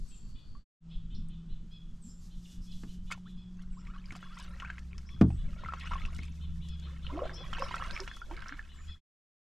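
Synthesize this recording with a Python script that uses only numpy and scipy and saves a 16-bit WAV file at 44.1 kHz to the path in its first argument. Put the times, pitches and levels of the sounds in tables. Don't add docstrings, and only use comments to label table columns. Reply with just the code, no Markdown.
import sys
import numpy as np
from scipy import signal
from scipy.fft import rfft, irfft, next_fast_len
from scipy.io import wavfile
from scipy.ndimage import uniform_filter1d

SR = 44100
rng = np.random.default_rng(int(sys.argv[2]) if len(sys.argv) > 2 else 0)


def inscribe(sig):
    pcm = np.round(np.clip(np.atleast_2d(sig).T, -1, 1) * 32767)
    wavfile.write(sys.argv[1], SR, pcm.astype(np.int16))


N = 418509
TIME = np.arange(N) / SR

# start_s, peak_db, pitch_hz, t60_s, snap_db
PLOPS = [(.551, -53, 1172, 0.127, -20.5), (1.287, -50.5, 8690, 0.0031, -25), (3.113, -33, 2212, 0.025, -19),
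         (3.115, -30.5, 1242, 0.015, -13), (3.122, -28, 2250, 0.0034, -11.5),
         (3.104, -40, 1290, 0.01276, -14), (3.148, -50.5, 1105, 0.034, -22), (3.176, -51, 870, 0.02, -12),
         (3.87, -45.5, 2300, .012, -7), (3.937, -48, 1398, 0.029, -20), (3.962, -46, 1223, 0.057, -27),
         (4.058, -47.5, 4910, 0.016, -24.5), (4.107, -34.5, 2210, 0.01, -21.5),
         (4.152, -42, 1198, 0.0243, -6), (4.16, -49, 756, 0.043, -10.5), (4.228, -37.5, 1377, 0.011, -20.5),
         (4.6, -32.5, 2870, 0.005, -9.5), (4.622, -34.5, 1406, 0.0186, -16), (4.648, -33, 1510, 0.027, -16),
         (4.675, -44, 1588, 0.024, -12), (4.701, -31, 1649, 0.0233, -13), (4.782, -35, 2060, 0.0063, -15),
         (4.931, -42, 2395, 0.0127, -28.5), (4.981, -37, 5270, 0.0035, -18.5),
         (5.091, -43, 2320, 0.011, -19.5), (5.303, -41.5, 783, 0.027, -12.5),
         (5.636, -35.5, 1040, 0.0164, -21), (5.648, -38, 2052, 0.034, -25.5), (5.66, -33, 1353, 0.022, -18),
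         (5.686, -31.5, 1348, .059, -24), (5.723, -32.5, 1290, 0.0174, -22),
         (5.736, -25, 1188, 0.012, -16.5), (5.81, -39, 2750, 0.0135, -18.5),
         (5.855, -38.5, 1404, 0.0168, -15), (5.873, -33.5, 2800, 0.0113, -13),
         (5.911, -34.5, 992, 0.095, -24), (5.917, -29, 1313, 0.0185, -14),
         (5.934, -29.5, 1190, 0.0347, -12), (5.955, -32.5, 1101, 0.052, -25.5),
         (6.018, -38.5, 2230, .015, -23), (6.052, -32.5, 2714, 0.0113, -13.5),
         (6.19, -36.5, 2173, 0.017, -23.5), (6.233, -39.5, 2461, 0.0146, -19),
         (7.067, -32, 3016, 0.014, -23), (7.175, -32.5, 682, 0.068, -27), (7.191, -30.5, 1107, 0.0217, -22),
         (7.218, -29, 567, 0.044, -29.5), (7.232, -30.5, 625.5, 0.04, -25),
         (7.253, -32.5, 658.1, 0.055, -17), (7.295, -34, 1659, 0.013, -25),
         (7.53, -28.5, 1295, 0.015, -8.5), (7.535, -31, 3210, 0.018, -18), (7.549, -34.5, 2915, 0.017, -22),
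         (7.583, -35, 944, 0.025, -9.5), (7.622, -21, 1099, 0.0135, -23),
         (7.625, -35.5, 554.6, 0.091, -26.5), (7.662, -35.5, 1120, 0.02, -20),
         (7.71, -33, 1011, 0.0384, -23), (7.742, -23.5, 1319, 0.016, -21.5),
         (7.766, -34.5, 1428, 0.0206, -17.5), (7.799, -36, 1220, 0.027, -23),
         (7.823, -27, 1212, 0.0255, -21), (7.91, -28, 3920, .0024, -21.5),
         (7.964, -30, 2398, 0.0247, -18.5), (7.976, -27.5, 2190, 0.0033, -19.5),
         (7.998, -31, 1256, 0.0044, -17), (8.003, -27, 5370, 0.0039, -23), (8.077, -28, 1666, 0.0037, -12),
         (8.114, -35, 1707, 0.015, -22), (8.169, -42, 1282, 0.0099, -11.5),
         (8.217, -35.5, 1459, 0.053, -28), (8.311, -35.5, 913, 0.036, -15.5),
         (8.376, -38.5, 1670, 0.0187, -15.5), (8.424, -35, 1570, 0.019, -23.5),
         (8.46, -36, 1418, 0.0127, -24.5), (8.484, -36, 5600, 0.0054, -25), (8.493, -32, 1760, 0.0065, -19),
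         (8.524, -31, 1613, 0.0102, -26), (8.593, -31.5, 1744, 0.024, -34)]
# pitch_hz, level_db_per_hz
SNAP = [(400, -12), (1200, 14.0), (3000, 11.5), (4200, -3.5), (7000, -2.0), (13000, -49.0)]
# start_s, peak_db, start_hz, end_hz, length_s
BLOOPS = [(2.035, -46.5, 189.2, 281, 0.061), (3.254, -54.5, 1063, 2120, 0.0334),
          (3.766, -53.5, 966, 1500, 0.033), (3.874, -52, 1094, 1550, 0.044),
          (4.301, -50, 1137, 1510, 0.045), (4.372, -47, 1288, 1600, 0.0168), (4.623, -41, 1017, 1410, .03),
          (4.647, -44.5, 2224, 2930, 0.021), (4.691, -46, 1453, 1820, 0.0266),
          (7.095, -41, 900, 1380, 0.03), (7.12, -39.5, 264.4, 350, 0.0584),
          (7.149, -37.5, 295, 450, 0.0626), (7.215, -40.5, 449.7, 600, 0.0365),
          (7.253, -44, 1276, 1700, 0.026), (7.434, -46.5, 980, 1350, .026), (7.595, -38.5, 510, 643, 0.036),
          (7.997, -40.5, 366, 420, 0.044), (8.306, -42.5, 314, 375, 0.045), (8.51, -48, 255, 331, 0.0434)]
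# start_s, level_db
SPATS = [(3.121, -37), (3.622, -60), (4.122, -51), (4.157, -49), (4.164, -47), (4.387, -47.5), (4.399, -48),
         (4.791, -49.5), (4.98, -48), (5.797, -54), (6.059, -46.5), (6.147, -49), (6.164, -48),
         (6.184, -48), (6.232, -49), (6.686, -47), (6.797, -52), (7.342, -52), (7.594, -46), (7.757, -42.5),
         (8.164, -47.5)]
# pitch_hz, level_db_per_hz
SPAT_COLOUR = [(1500, -10), (3500, -1), (6500, -0.5), (8500, -7), (14000, -24)]
# pitch_hz, level_db_per_hz
PAT_COLOUR = [(400, -24.5), (1300, -0.5), (2600, -0.5), (4500, -15), (7500, -26), (11000, -48),
              (15000, -65)]

# start_s, length_s, level_db
SPLASHES = [(3.109, 0.013, -43.5), (3.57, .06, -69), (4.385, .065, -62), (7.44, 0.036, -59)]
GULPS = [(4.45, 0.096, -64.5), (5.42, 0.3, -62.5), (6.04, 0.041, -58.5), (6.86, .02, -58.5),
         (7.14, 0.13, -42.5), (7.38, 0.17, -52.5), (7.6, 0.41, -52.5), (8.3, 0.03, -50)]
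PULLS = [(3.85, 0.617, -63), (5.5, 0.67, -61), (7.08, 1.057, -58.5)]
BOILS = [(4.36, 0.077, -58), (5.82, 0.13, -50), (7.58, 0.23, -46), (7.87, 0.093, -50)]
SPRAYS = [(4.12, 0.04, -62), (4.38, 0.059, -57.5), (5.8, 0.14, -68), (6.12, 0.1195, -59.5),
          (7.58, .42, -62), (8.08, 0.14, -62.5)]
DRIBBLES = [(4.22, 0.037, -56), (4.305, .11, -58), (4.555, .01, -57), (4.595, .105, -51.5),
            (5.02, .08, -67.5), (5.64, 0.076, -54.5), (6.89, .04, -55.5), (8.37, 0.18, -48.5),
            (8.77, 0.11, -59)]
# start_s, end_s
LAPPING_S = (3.95, 9.17)
LAPPING_DB = -73

# centre_hz, below_db_per_octave, above_db_per_octave, attack_s, release_s
SPLASH = (1399, -7.5, -0.1, 0.001, 0.0186)
GULP = (701.5, -1, -11.5, 0.1, 0.17)
PULL = (1399.5, -12.5, -6.5, 0.12, 0.03)
BOIL = (1650, -10, -6, 0.1558, 0.19)
SPRAY = (8399, -3, -1.5, 0.07, 0.22)
DRIBBLE = (1557, -23, -15, 0.11, 0.16)
LAP = (1559.5, -4.5, -1, 0.8, 2.7)
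# start_s, end_s
STIRRED_S = (3.05, 9.0)
# pitch_hz, level_db
CHURN_COLOUR = [(350, -7.5), (480, -10), (600, -5.5), (800, -12.5), (1150, 4), (1700, -2), (2400, 1.5),
                (3200, 3), (4200, -2.5), (5500, 0), (7500, -6), (10000, -9), (13000, -19.5)]
# time_s, left_minus_right_db
BLADE_SIDE = [(4.3, 2.5), (5.9, -0.12), (7.2, -2), (7.8, -3.5)]
# pitch_hz, t60_s
BOAT_ECHO = [(300, 0.07), (2000, 0.0589), (10000, 0.0533)]

# start_s, thud_db, click_db
BUMPS = [(2.835, -46.5, -52), (4.122, -51.5, -46), (5.212, -15.5, -32.5), (6.188, -49.5, -53)]
# pitch_hz, level_db, t60_s
HULL = [(74.1, -2, 0.42), (119.8, -4, .44), (170.6, -.5, .28), (204, -2, .19), (244.5, -2, 0.2),
        (300.5, -2.5, .125), (356, -16, .13), (392, -12, .12), (547, -23, 0.11), (600, -16, 0.083),
        (770, -18.5, .06)]
# pitch_hz, level_db_per_hz
CLICK = [(100, -8), (500, -2.5), (1200, 7), (2600, -3), (4000, -9.5), (5600, -13), (8000, -20.5),
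         (11000, -41.5), (14000, -55)]
# pitch_hz, level_db_per_hz
SHELL = [(60, -22), (200, 2), (350, 4), (480, -13.5), (750, -9), (1300, -17.5), (3000, -51.5), (12000, -90)]
# pitch_hz, t60_s
SHELL_T60 = [(100, .36), (300, .18), (700, .11), (2000, .08)]

# first_s, last_s, first_db, last_db
NOTE_RUNS = [(0.096, 0.341, -70.5, -68.5), (0.896, 1.484, -66.5, -71), (2.295, 3.248, -72, -67.5),
             (5.365, 7.225, -68.5, -61), (8.101, 8.68, -72.5, -66)]
NOTE_GAP_S = .2
# start_s, level_db
LONG_NOTES = [(.88, -68), (1.697, -63), (2.65, -66.5), (3.353, -67), (4.2, -65.5), (5.075, -65.5),
              (6.669, -60), (7.347, -55), (8.07, -59), (8.86, -58)]
NOTE_S, LONG_NOTE_S = .068, .094
NOTE_HZ, LONG_NOTE_HZ = 520, 855
# pitch_hz, level_db
THROAT = [(2100, -18), (2550, -5.5), (3000, 0), (3400, 5), (3750, -3), (4250, -7), (5100, 0.5), (6000, -38)]
# start_s, level_db, pitch_hz
WHISTLES_HIGH = [(.065, -71, 7417), (2.003, -70, 7290), (3.69, -81.5, 7406), (5.254, -82, 7920),
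                 (8.73, -77, 7000)]
WHISTLE_S, WHISTLE_DROP, WHISTLE_DROP_S = 0.1464, .24, .024
# start_s, level_db, pitch_hz
CHIPS = [(1.14, -74.5, 5270), (2.083, -74, 5260), (2.61, -75.5, 5300), (3.775, -78.5, 5340),
         (5.055, -72.5, 5445), (7.328, -60, 5413), (7.608, -59, 5252), (7.921, -62, 5340)]
CHIP_S = 0.05
CHIP_GLIDE = (.85, .93)
# start_s, level_db, start_hz, end_hz
TICKS = [(1.146, -65.5, 5580, 2903), (2.447, -66, 4194, 2640), (2.714, -63.5, 5280, 2994)]
TICK_S = 0.019
# time_s, level_db
TRILL = [(0, -76), (.2, -77), (.5, -72), (.62, -73.5), (.7, -110)]
TRILL_HZ, TRILL_PER_S = 4560, 50
# pitch_hz, level_db_per_hz
HOARSE = [(0, 0), (200, 0), (600, -40), (2000, -90)]
# pitch_hz, t60_s
SHORE = [(200, .3), (1000, .34), (3400, 0.629), (5500, 0.25), (8000, 0.57), (14000, .15)]
SHORE_DB = -5.5

# time_s, pitch_hz, level_db
DRONE = [(.85, 165.2, -48.5), (1.15, 165.9, -47.5), (1.85, 166.1, -56), (2.1, 174, -54.5),
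         (2.5, 178.2, -51), (3.63, 181.4, -49), (4.2, 181.1, -53.5), (4.9, 175, -55), (5.5, 169.8, -53),
         (5.9, 166.2, -54.5), (6.55, 167.1, -46.5), (7.25, 163.7, -54), (7.92, 162.7, -55)]
# time_s, pitch_hz, level_db
LOW_DRONE = [(4.45, 55.94, -49.5), (4.85, 66.4, -44), (5.55, 67.95, -44.5), (6.0, 72.45, -41.5),
             (6.65, 74, -39.5), (7.05, 67.45, -40.5), (7.45, 57, -48.5), (7.95, 58.04, -45),
             (8.15, 50.1, -56.5), (8.7, 70, -55.5), (8.9, 76, -41.5)]
# rate_hz, level_db_per_hz
DRIFT = [(1, 5), (6, 3), (20, -17), (80, -72), (300, -120)]

# time_s, level_db
AIR = [(0, -41.5), (.6, -44), (1.1, -38.5), (2.0, -44), (3.4, -42.5), (4.8, -44.5), (5.45, -37),
       (5.8, -40.5), (6.6, -42), (7.9, -41.5), (8.7, -46.5), (8.92, -42)]
# pitch_hz, level_db_per_hz
RUMBLE = [(12, 2), (25, 6), (45, -9.5), (70, -10.5), (110, -13.5), (160, -16.5), (210, -15.5), (270, -31),
          (400, -37.5), (900, -85)]
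# time_s, level_db
HISS = [(0, -67.5), (.9, -96), (1.9, -81.5), (2.1, -72.5), (2.45, -68), (2.85, -67.5), (3.2, -78),
        (3.7, -88), (4.2, -77), (4.9, -77.5), (7.0, -75), (7.9, -68.5), (8.9, -76)]
# pitch_hz, level_db_per_hz
RUSTLE = [(1500, -16), (3000, -10), (4500, -2), (5800, -0.5), (7500, -3.5), (9500, -11), (12500, -13.5),
          (14000, -15)]
# pitch_hz, level_db_per_hz
LAKE = [(180, -30.5), (300, 2.5), (394, -6.5), (813, -11), (1250, -8), (2200, -17.5), (3460, -12.5),
        (3870, -17), (7720, -21.5), (11500, -47), (14000, -54)]
LAKE_DB = -72
# pitch_hz, correlation_ratio
SAME = [(30, 0.89), (150, 1), (600, 0.44), (3000, 0.728), (8000, 0.77), (13000, 0.44)]
# time_s, width_ratio
WIDTH = [(.65, 1), (.8, 0.0098), (3, 0.013), (4.5, 0.36), (6, 0.97), (7.3, 0.96)]
# time_s, gain_ratio
FADER = [(0, 1), (.58, 1), (.645, 0), (.805, 0), (.87, 1), (8.92, 1), (9.005, 0)]
EDGE_HZ = 13700


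def plops(rise=0.087, snap_s=0.005, swell_cycles=0.6):
    out, t = np.zeros(N), np.arange(4096) / SR
    for s, db, hz, t60, snap_db in PLOPS:
        ring = bubble(t, hz, t60, rise * rng.uniform(0.41, 1.8), swell_cycles)
        snap = coloured(SNAP, len(t)) * struck(t, snap_s)
        add(out, s, amp(db) * (ring / abs(ring).max() + amp(snap_db) * snap))
    return out


def bloops():
    out, fade_db, bend = np.zeros(N), 10, 1.4
    for s, db, start_hz, end_hz, length in BLOOPS:
        u = np.linspace(0, 1, int(length * SR))
        turns = np.cumsum(start_hz + (end_hz - start_hz) * u ** bend) / SR
        envelope = amp(db - fade_db * u ** 2) * signal.windows.tukey(len(u), .5)
        add(out, s, envelope * np.sin(2 * np.pi * turns))
    return out


def spats(spat_s=0.0024):
    out, t = np.zeros(N), np.arange(1024) / SR
    for s, db in SPATS:
        size = rng.uniform(.85, 1.15)
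        colour = [(hz * size, level) for hz, level in SPAT_COLOUR]
        add(out, s, amp(db) * coloured(colour, len(t)) * struck(t, spat_s))
    return out


def churn():
    patter_db, swish_db = -12, -16.5
    return amp(-0.46) * swarm() + amp(patter_db) * patter() + amp(swish_db) * wash()


def swarm(spread_db=4.0, count=12000):
    calm_per_s, ring_s, rise, swell_share, cluster_db = 520, .028, .22, .4, 2.5
    out, (first, last) = np.zeros(N), STIRRED_S
    when, pitch, chance, size, ringing, glide, softness = rng.random((count, 7)).T
    s, hz = first + (last - first) * when, 330 * 38 ** pitch
    db = churn_db(s, hz)
    bulk = (1500 / hz) ** .75
    per_s = np.clip(calm_per_s * amp((db + 65) / 2), calm_per_s, count / (last - first))
    size_db = spread_db * np.minimum(bulk, 1) * np.minimum(-np.log(size), 3.5)
    gain = amp(db + size_db) * np.sqrt(SR / per_s)
    t60 = np.minimum(ring_s * bulk * 2 ** (2 * (ringing - .5)), .06)
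    swell = .5 + 2 * swell_share * softness ** 2 * t60 * hz
    climb = rise * glide * np.minimum(bulk, 1) ** 2
    crowding = amp(cluster_db * np.interp(s, TIME, flutter(30)))
    kept = chance < crowding / crowding.mean() * per_s * (last - first) / count
    for k in np.flatnonzero(kept):
        ring = bubble(np.arange(int(t60[k] * SR)) / SR, hz[k], t60[k], climb[k], swell[k])
        add(out, s[k], gain[k] * ring / np.linalg.norm(ring))
    return out


def patter(spread_db=3.5, pat_s=0.0018, count=12):
    per_s, out, t = 110, np.zeros(N), np.arange(1024) / SR
    first, last = STIRRED_S
    at = rng.integers(round(first * SR), round(last * SR), round(per_s * (last - first)))
    strength_db = churn_db(at / SR, np.full(len(at), 2000))
    size_db = spread_db * np.minimum(rng.exponential(1, len(at)), 3)
    gain = amp(strength_db + size_db) * np.sqrt(SR / per_s)
    pats = []
    for size in np.geomspace(.7, 1.5, count):
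        colour = [(hz * size, db) for hz, db in PAT_COLOUR]
        pat = coloured(colour, len(t)) * struck(t, pat_s)
        pats.append(pat / np.linalg.norm(pat))
    for k, (i, g) in enumerate(zip(at, gain)):
        add(out, i / SR, g * pats[k % count])
    return out


def wash(flutter_db=3.5, tilt_db=-.5):
    out, t = np.zeros(N), TIME[::128]
    for hz in np.geomspace(290, 11000, 12):
        sos = signal.butter(2, [hz / 1.19, hz * 1.19], "band", fs=SR, output="sos")
        band = signal.sosfilt(sos, rng.standard_normal(N))
        wobble = evened(uniform_filter1d(rng.standard_normal(len(t)), size=5))
        level_db = churn_db(t, hz) + flutter_db * wobble + tilt_db * np.log2(hz / 1500)
        out += evened(band) * np.interp(TIME, t, amp(level_db))
    return out


def churn_db(t, hz):
    parts = [LAPPING_DB + stir_db(t, hz, *LAPPING_S, LAP)]
    phases = ((SPLASHES, SPLASH), (GULPS, GULP), (PULLS, PULL),
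              (BOILS, BOIL), (SPRAYS, SPRAY), (DRIBBLES, DRIBBLE))
    for rows, kind in phases:
        parts += [db + stir_db(t, hz, s, s + length, kind) for s, length, db in rows]
    power = sum(amp(db) ** 2 for db in parts)
    return 10 * np.log10(power + 1e-20) + read(CHURN_COLOUR, hz)


def stir_db(t, hz, start, end, kind):
    centre_hz, below_db, above_db, attack_s, release_s = kind
    octaves = np.log2(hz / centre_hz)
    outside = np.maximum(start - t, 0) / attack_s + np.maximum(t - end, 0) / release_s
    return below_db * np.maximum(-octaves, 0) + above_db * np.maximum(octaves, 0) - 20 * outside


def bubble(t, hz, t60, rise, swell_cycles=0.392):
    turns = hz * t * (1 + rise * (t / t60 - .4))
    swelling = 1 - np.exp(-(hz * t / swell_cycles) ** 2)
    return np.sin(2 * np.pi * turns) * amp(-60 * t / t60) * swelling


def struck(t, decay_s):
    rise_s = .0007
    return 1.2 * (1 - np.exp(-t / rise_s)) * np.exp(-t / decay_s)


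def hull(swell_s=0.014, click_s=0.0075, shell_db=-12.5, sag=.06):
    out, t = np.zeros(N), np.arange(SR // 2) / SR
    sag_s, lowest_hz = .03, HULL[0][0]
    sagging = t + sag * sag_s * (1 - np.exp(-t / sag_s))
    boom = np.zeros(len(t))
    for hz, db, t60 in HULL:
        build_up = 1 - np.exp(-t / (swell_s * (lowest_hz / hz) ** 2))
        boom += amp(db - 60 * t / t60) * np.sin(2 * np.pi * (hz * sagging + rng.random())) * build_up
    push = coloured(SHELL, len(t)) * t * np.exp(-t / .004)
    shell = echo(push, SHELL_T60)[0, :len(t)]
    boom += amp(shell_db) * shell / shell[:2048].std()
    for s, thud_db, click_db in BUMPS:
        click = coloured(CLICK, len(t)) * np.exp(-t / click_s)
        add(out, s, amp(thud_db) * boom + amp(click_db) * click)
    return out


def nasal_notes(long_db=-2, long_arch=.12):
    out, arch, focus_db, rough = np.zeros(N), .22, 3, .02
    notes = []
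    for first, last, first_db, last_db in NOTE_RUNS:
        count = round((last - first) / NOTE_GAP_S) + 1
        notes += [(s, NOTE_S, db, False) for s, db in np.linspace((first, first_db), (last, last_db), count)]
    notes += [(s, LONG_NOTE_S, db + long_db, True) for s, db in LONG_NOTES]
    for s, length, db, is_long in notes:
        u = np.linspace(-1, 1, int(length * SR))
        waver = evened(uniform_filter1d(rng.standard_normal(SR), 40))[:len(u)]
        if is_long:
            hz = LONG_NOTE_HZ * (1 - long_arch * u ** 2)
            orders = {3: 0, 4: focus_db, 5: 0, 6: -3}
        else:
            hz = NOTE_HZ * rng.uniform(.95, 1.05) * (1 - arch * u ** 2)
            orders = {n: rng.normal(0, 3) for n in range(4, 9)}
        turns = np.cumsum(hz * (1 + rough * waver)) / SR
        note = sum(amp(read(THROAT, n * hz) + lift_db) * np.sin(2 * np.pi * n * turns)
                   for n, lift_db in orders.items())
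        add(out, s, amp(db) * evened(note * signal.windows.tukey(len(u), .6)))
    return out


def chips(upper_db=-5, rough=0.012):
    out, u = np.zeros(N), np.linspace(0, 1, int(CHIP_S * SR))
    arch = np.polyval(np.polyfit([0, .5, 1], [CHIP_GLIDE[0], 1, CHIP_GLIDE[1]], 2), u)
    upper_ratio, tick_rough = 1.08, .08
    for s, db, hz in CHIPS:
        lower = sung(hz * arch, rough)
        upper = sung(upper_ratio * hz * arch, rough)
        add(out, s, amp(db) * (lower + amp(upper_db) * upper))
    for s, db, start_hz, end_hz in TICKS:
        add(out, s, amp(db) * sung(np.geomspace(start_hz, end_hz, int(TICK_S * SR)), tick_rough))
    return out


def whistles(quaver=.022, quaver_per_s=28):
    out, t, rough = np.zeros(N), np.arange(int(WHISTLE_S * SR)) / SR, .014
    drop = WHISTLE_DROP * np.exp(-t / WHISTLE_DROP_S)
    for s, db, hz in WHISTLES_HIGH:
        shake = quaver * np.sin(2 * np.pi * (quaver_per_s * t + rng.random()))
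        add(out, s, amp(db) * sung(hz * (1 + drop + shake), rough))
    return out


def trill(sweep=.2):
    u = (TIME * TRILL_PER_S) % 1
    turns = np.cumsum(TRILL_HZ * (1 + sweep * (.5 - u))) / SR
    hoarse = 1 + .5 * coloured(HOARSE, N)
    chirps = hoarse * np.sin(np.pi * u) * np.sin(2 * np.pi * turns)
    return amp(follow(TRILL, TIME)[0]) * evened(chirps + .6 * echo(chirps, SHORE)[0])


def sung(hz, rough):
    waver = evened(uniform_filter1d(rng.standard_normal(len(hz)), size=40))
    turns = np.cumsum(hz * (1 + rough * waver)) / SR
    return evened(np.sin(2 * np.pi * turns) * signal.windows.tukey(len(hz), .5))


def drone(rows, octave_db):
    hz, db = follow(rows, TIME)
    drift = 1 + .2 * coloured(DRIFT, N)
    sounding = np.clip(np.minimum(TIME - rows[0][0], rows[-1][0] - TIME) * 10 + 1, 0, 1)
    phase = 2 * np.pi * np.cumsum(hz) / SR
    tone = np.sin(phase) + amp(octave_db) * np.sin(2 * phase)
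    return sounding * amp(db) * evened(drift * tone)


def air(puff_db=3.0):
    buffet_db, puffs_per_s = 1.5, 9
    rumble_db = follow(AIR, TIME)[0] + buffet_db * flutter(puffs_per_s)
    rumble = amp(rumble_db) * wide_noise(RUMBLE, patchy_db=2)
    rustle_db = follow(HISS, TIME)[0] + puff_db * flutter(puffs_per_s)
    rustle = amp(rustle_db) * wide_noise(RUSTLE, patchy_db=.6)
    hush = amp(LAKE_DB) * wide_noise(LAKE, patchy_db=1)
    return rumble + placed(rustle, left_db=4.0) + hush


def flutter(per_s):
    return coloured([(0, -20), (per_s / 2, 0), (per_s, 0), (3 * per_s, -25), (10 * per_s, -90)], N)


def wide_noise(spectrum, patchy_db):
    hz = np.fft.rfftfreq(2048, 1 / SR)
    a, b, c, d, patches = rng.standard_normal((5, N // 512 + 5, len(hz)))
    patches = evened(uniform_filter1d(uniform_filter1d(patches, 8, 0), 20, 1))
    same = np.clip(read(SAME, hz), -1, 1)
    left = a + 1j * b
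    right = same * left + np.sqrt(1 - same ** 2) * (c + 1j * d)
    z = np.array([left, right]) * amp(read(spectrum, hz) + patchy_db * patches)
    return evened(signal.istft(z.swapaxes(1, 2), nperseg=2048, noverlap=1536)[1][:, :N])


def coloured(spectrum, size):
    n = next_fast_len(size)
    gain = amp(read(spectrum, np.fft.rfftfreq(n, 1 / SR)))
    return evened(irfft(rfft(rng.standard_normal(n)) * gain, n)[:size])


def echo(x, t60s):
    taps = rng.choice([-1., 1.], (2, SR)) * (rng.random((2, SR)) < .06)
    taps *= np.arange(SR) > 90
    hz, t, z = signal.stft(taps, SR, nperseg=128)
    tail = signal.istft(z * amp(-60 * t / read(t60s, hz)[:, None]), SR, nperseg=128)[1]
    return signal.oaconvolve(x[None], tail / np.linalg.norm(tail[0]), axes=1)[:, :N]


def placed(x, left_db):
    return x * amp(left_db * np.array([[1], [-1]]) / 2)


def amp(db):
    return 10 ** (np.asarray(db) / 20)


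def evened(x):
    return x / np.sqrt(np.mean(x ** 2) + 1e-20)


def read(points, hz):
    f, value = np.transpose(points)
    return np.interp(np.log(hz + 1), np.log(f + 1), value)


def follow(rows, t):
    s, *columns = np.transpose(rows)
    return [np.interp(t, s, c) for c in columns]


def add(mix, s, sound):
    part = mix[max(round(s * SR), 0):][:len(sound)]
    part += sound[:len(part)]


def scene():
    water = amp(-0.5) * plops() + amp(-1.5) * bloops() + spats() + churn()
    boat_echo = echo(water, BOAT_ECHO)
    at_blade = placed(water + amp(-13.5) * boat_echo[:1], follow(BLADE_SIDE, TIME)[0])
    near = at_blade + amp(-11.5) * boat_echo + hull()
    birds = amp(.5) * nasal_notes() + amp(-3.0) * trill() + amp(4.5) * whistles() + amp(3.5) * chips()
    shore_echo = echo(birds, SHORE)
    far = amp(-0.6) * placed(birds, left_db=6.0) + amp(SHORE_DB) * (shore_echo[:1] + .5 * shore_echo)
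    motors = amp(-.5) * drone(DRONE, octave_db=-32) + amp(-1.5) * drone(LOW_DRONE, octave_db=-16)
    return near + far + motors + air()


def record(dry):
    mid = dry.mean(0)
    widened = mid + (dry - mid) * follow(WIDTH, TIME)[0]
    faded = widened * follow(FADER, TIME)[0]
    low_pass = signal.firwin(511, EDGE_HZ, window=("kaiser", 9), fs=SR)
    return signal.oaconvolve(faded, low_pass[None], "same")


dry = scene()
out = record(dry)
inscribe(out)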